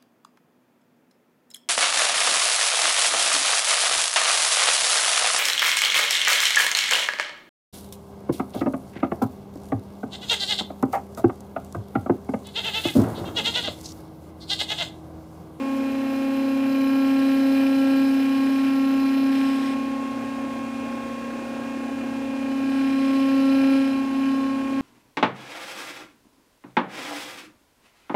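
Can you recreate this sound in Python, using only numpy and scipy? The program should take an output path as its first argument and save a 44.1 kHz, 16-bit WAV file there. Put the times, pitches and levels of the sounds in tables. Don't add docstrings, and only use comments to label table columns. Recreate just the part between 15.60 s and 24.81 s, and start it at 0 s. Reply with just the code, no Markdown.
import sys
import numpy as np
from scipy import signal
from scipy.fft import rfft, irfft
from scipy.io import wavfile
from scipy.ndimage import uniform_filter1d

SR = 44100
rng = np.random.default_rng(int(sys.argv[2]) if len(sys.argv) > 2 else 0)


def inscribe(sig):
    pcm = np.round(np.clip(np.atleast_2d(sig).T, -1, 1) * 32767)
    wavfile.write(sys.argv[1], SR, pcm.astype(np.int16))


N = 406161
TIME = np.arange(N) / SR
FREQS = np.fft.rfftfreq(N, 1 / SR)
STEP_HZ, STEPS_PER_CYCLE = 270.62, 8

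# time_s, level_db
STEP_TONE = [(0.03, -26.5), (1.07, -21.5), (1.38, -19), (2.37, -18.5), (2.79, -20), (3.17, -19.5),
             (3.83, -20), (4.47, -30.5), (4.85, -30.5), (5.72, -40.5), (6.2, -31.5), (6.76, -28.5),
             (7.17, -21.5), (8.14, -17.5), (8.5, -25), (8.68, -20.5), (9.09, -27.5), (9.19, -22.5)]
# step_multiple, steady_db, full_shake_db, growth_db_per_db
LOW_HARMONICS = [(2, -42, -66, 4), (3, -50.5, -46, 1), (5, -62.5, -44.5, 1.8), (6, -54, -48, 1.5)]
# time_s, level_db
FOURTH_HARMONIC = [(0.03, -39), (0.77, -44.5), (1.23, -39.5), (2.4, -44.5), (2.79, -39), (3.24, -41),
                   (3.91, -38), (6.71, -47), (7.53, -37.5), (8.3, -45), (8.35, -39.5), (9.19, -38)]
# start_s, end_s, level_db
OCTAVE_SURGES = [(-.3, 2.42, -35.5), (7.38, 8.33, -34.5)]
# step_multiple, relative_db
WHINE = [(7, -67), (8, -58), (9, -54), (10, -62), (11, -71), (12, -61.5), (13, -66)]
# cycle_multiple, relative_db
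TORQUE_RIPPLE = [(2, -73), (9, -48.5), (13, -61), (14, -53.5), (15, -48), (17, -50.5), (18, -79),
                 (23, -54.5), (25, -48), (31, -65), (33, -56.5), (39, -59), (47, -58), (49, -70), (55, -57),
                 (63, -58)]

def motors(steps, swell_s=0.29):
    cycles = steps / STEPS_PER_CYCLE
    harmonic_db = {round(k): driven_db(*law) for k, *law in LOW_HARMONICS}
    harmonic_db[4] = envelope(FOURTH_HARMONIC)
    swell = sum(gain_of(db) * np.clip(.5 + np.minimum(TIME - start, end - TIME) / swell_s, 0, 1)
                for start, end, db in OCTAVE_SURGES)
    harmonic_db[2] = 20 * np.log10(np.hypot(gain_of(harmonic_db[2]), swell))
    flutter_db = -34.5 - 4 * shaking(growth=4.5)
    song = tone(steps, envelope(STEP_TONE), waver=0.031, tremble=0.011)
    song += tone(steps - cycles, flutter_db, waver=0.036, tremble=0.11)
    song += sum(tone(k * steps, db, waver=0.16, tremble=0.07) for k, db in harmonic_db.items())
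    song += sum(tone(round(k) * steps, db - 0.5, waver=0.19, tremble=0.096) for k, db in WHINE)
    song += sum(tone(round(k) * cycles, db - 4, waver=0.36, tremble=0.14) for k, db in TORQUE_RIPPLE)
    return song


def shaking(growth, full_shake_db=-19):
    return gain_of(growth * (envelope(STEP_TONE) - full_shake_db))


def driven_db(steady_db, full_db, growth):
    return 20 * np.log10(np.hypot(gain_of(steady_db), gain_of(full_db) * shaking(growth)))


# pitch_hz, width_hz, relative_db
FRAME_MODES = [(1590, 110, -3), (1825, 106, -2.5), (1900, 70, -14), (2150, 64, -17), (2388, 48, 6),
               (2670, 94, -1.5), (3000, 89, -2.5), (3170, 60, -6), (3610, 150, -14.5)]

def frame_buzz(steps):
    throb_db = 0.5 * np.cos(2 * np.pi * steps / 32)
    hits = knocks(steps, jitter_ms=0.027, uneven_db=0, accent_db=2, grit=0.93, grit_decay_s=0.0012)
    buzz_db = driven_db(steady_db=-60.5 + throb_db, full_db=-41, growth=0.99)
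    return gain_of(buzz_db) * ring(hits, FRAME_MODES)


# pitch_hz, width_hz, relative_db
PART_MODES = [(4046, 86, 1.5), (4310, 150, -20), (4520, 120, -4.5), (5130, 116, -4), (5350, 300, -18),
              (6030, 360, -19), (8000, 1500, -33), (10660, 120, -11), (10820, 105, -10), (12980, 98, -4),
              (13280, 200, -26), (13750, 300, -22), (14300, 260, -16), (15050, 380, -20)]

def parts_chatter(steps, sizzle_hz=11400):
    hits = knocks(steps, jitter_ms=0.028, uneven_db=-0.3, accent_db=1.3, grit=1.17, grit_decay_s=0.0028)
    chatter = ring(hits, PART_MODES)
    sizzle = irfft(rfft(chatter) / (1 + (sizzle_hz / (FREQS + 1)) ** 12), N)
    shelf_db = 5 - 1.5 * TIME
    chatter += sizzle * (gain_of(shelf_db) - 1)
    return gain_of(-46.5) * shaking(growth=1.4) * chatter


def knocks(steps, jitter_ms, uneven_db, accent_db, grit, grit_decay_s):
    at = np.flatnonzero(np.diff(np.floor(steps)) > 0)
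    late, strength = rng.standard_normal((len(at), 2)).T
    accent = np.cos(2 * np.pi * steps[at] / STEPS_PER_CYCLE)
    force = gain_of(uneven_db * strength + accent_db * accent + 0.81 * drift(7.3)[at])
    seat_ms = .06 * drift(2)[at]
    delay = np.round((jitter_ms * late + seat_ms) * SR / 1000).astype(int)
    clicks = np.bincount(np.clip(at + delay, 0, N - 1), force, N)
    tails = signal.lfilter([1], [1, -np.exp(-1 / (grit_decay_s * SR))], clicks)
    slip = tails * rng.standard_normal(N)
    return unit_rms(clicks) + grit * unit_rms(slip)


def ring(hits, modes):
    hz = abs(np.fft.fftfreq(8192, 1 / SR))
    power = sum(gain_of(db) ** 2 / (1 + (2 * (hz - pitch) / width) ** 2) for pitch, width, db in modes)
    power /= 1 + (modes[0][0] / (1.14 * hz + 1)) ** 12
    log_gain = np.log(power + 1e-10) / 2
    response = np.fft.ifft(np.exp(np.conj(signal.hilbert(log_gain)))).real
    return unit_rms(signal.oaconvolve(hits, response[:len(hz) // 2])[:N])


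# frequency_hz, relative_db
ROLL_EQ = [(110, -36), (200, -29), (245, 4), (300, 1), (400, -9.5), (560, -9.5), (740, -7.5), (880, -19),
           (980, -10.5), (1150, -18), (1600, -13.5), (2100, -23), (4000, -46)]
# start_s, end_s, level_db
ROUGH_STRETCHES = [(1.45, 3.1, -47.5), (3.718, 4.14, -42.5), (7.097, 7.38, -47.5), (7.39, 7.617, -45),
                   (7.618, 8.3, -50)]
# frequency_hz, relative_db
RUB_EQ = [(900, -22), (1800, 6), (2800, 0.5), (3600, 0.5), (4600, -10), (5200, 0), (6000, -17), (7200, -18),
          (8200, -7.5), (9400, -21), (10300, -14), (11500, -28), (15000, -25)]

def slides(steps):
    surge = 1 + 0.31 * np.cos(2 * np.pi * steps / STEPS_PER_CYCLE)
    roll = gain_of(-39.5 + drift(8.9)) * surge * noise(ROLL_EQ)
    rough = sum(gain_of(db) * ((TIME > start) & (TIME < end)) for start, end, db in ROUGH_STRETCHES)
    rough = uniform_filter1d(rough, size=1200)
    step_pulse = 1 + 0.21 * np.cos(2 * np.pi * steps)
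    rub = rough * step_pulse * gain_of(1.06 * drift(40)) * noise(RUB_EQ)
    return roll + rub


# start_s, relative_db, decay_s
TICK_HITS = [(.13, -46, .012), (.165, -43, 0.013), (.322, -35, .0012), (.553, -41, .0012),
             (.631, -39, .0012)]
# frequency_hz, relative_db
TICK_EQ = [(3000, -30), (7000, -4), (12000, -10), (14000, -5), (15500, -1)]

def ticks():
    bursts = sum(gain_of(db) * (TIME >= start) * np.exp(-abs(TIME - start) / decay)
                 for start, db, decay in TICK_HITS)
    return gain_of(-3) * bursts * noise(TICK_EQ)


# frequency_hz, relative_db
AIR_EQ = [(15, -16), (50, -10), (140, 0.5), (600, -2.5), (1500, -10.5), (2150, -12), (2600, -2),
          (3100, -15), (3600, -13), (4600, -15.5), (7000, -19), (11000, -25.5), (13300, -32), (14800, -26)]
# pitch_hz, level_db
HUM_TONES = [(67.7, -61.5), (120, -55)]

def workshop():
    air = gain_of(-44 + 0.32 * drift(12)) * noise(AIR_EQ)
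    return air + sum(tone(hz * TIME, db, waver=0.13, tremble=0.09) for hz, db in HUM_TONES)


def tone(turns, db, waver, tremble):
    sway = 1 + waver * (drift(2.1) + 1j * drift(3)) + tremble * (drift(25) + 1j * drift(30))
    carrier = np.exp(2j * np.pi * (turns + rng.random()))
    return np.sqrt(2) * gain_of(db) * (sway * carrier).real


def noise(eq):
    hz, db = np.transpose(eq)
    gain = gain_of(np.interp(np.log(FREQS + 1), np.log(hz), db))
    return unit_rms(irfft(rfft(rng.standard_normal(N)) * gain, N))


def drift(rate_hz):
    grid = np.arange(0, 10, 1 / 500)
    hz = np.fft.rfftfreq(len(grid), 1 / 500)
    slow = irfft(rfft(rng.standard_normal(len(grid))) / (1 + (hz / rate_hz) ** 2), len(grid))
    return np.interp(TIME, grid, unit_rms(slow))


def envelope(points):
    return np.interp(TIME, *np.transpose(points))


def gain_of(db):
    return 10 ** (np.asarray(db) / 20)


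def unit_rms(x):
    return x / np.sqrt(np.mean(x ** 2) + 1e-20)


def scene():
    steps = STEP_HZ * TIME + .004 * drift(5.7)
    machine = motors(steps) + frame_buzz(steps) + parts_chatter(steps) + slides(steps)
    return (machine + ticks() + workshop())[None]


def record(dry, notch_hz=12520, notch_half_width_hz=330, cutoff_hz=15300):
    offset_hz = FREQS - notch_hz
    notched = irfft(rfft(dry) * offset_hz ** 2 / (offset_hz ** 2 + notch_half_width_hz ** 2), N)
    lowpass = signal.firwin(1023, cutoff_hz, window=("kaiser", 9), fs=SR)
    return signal.oaconvolve(notched, lowpass[None], "same")


dry = scene()
out = record(dry)
inscribe(out)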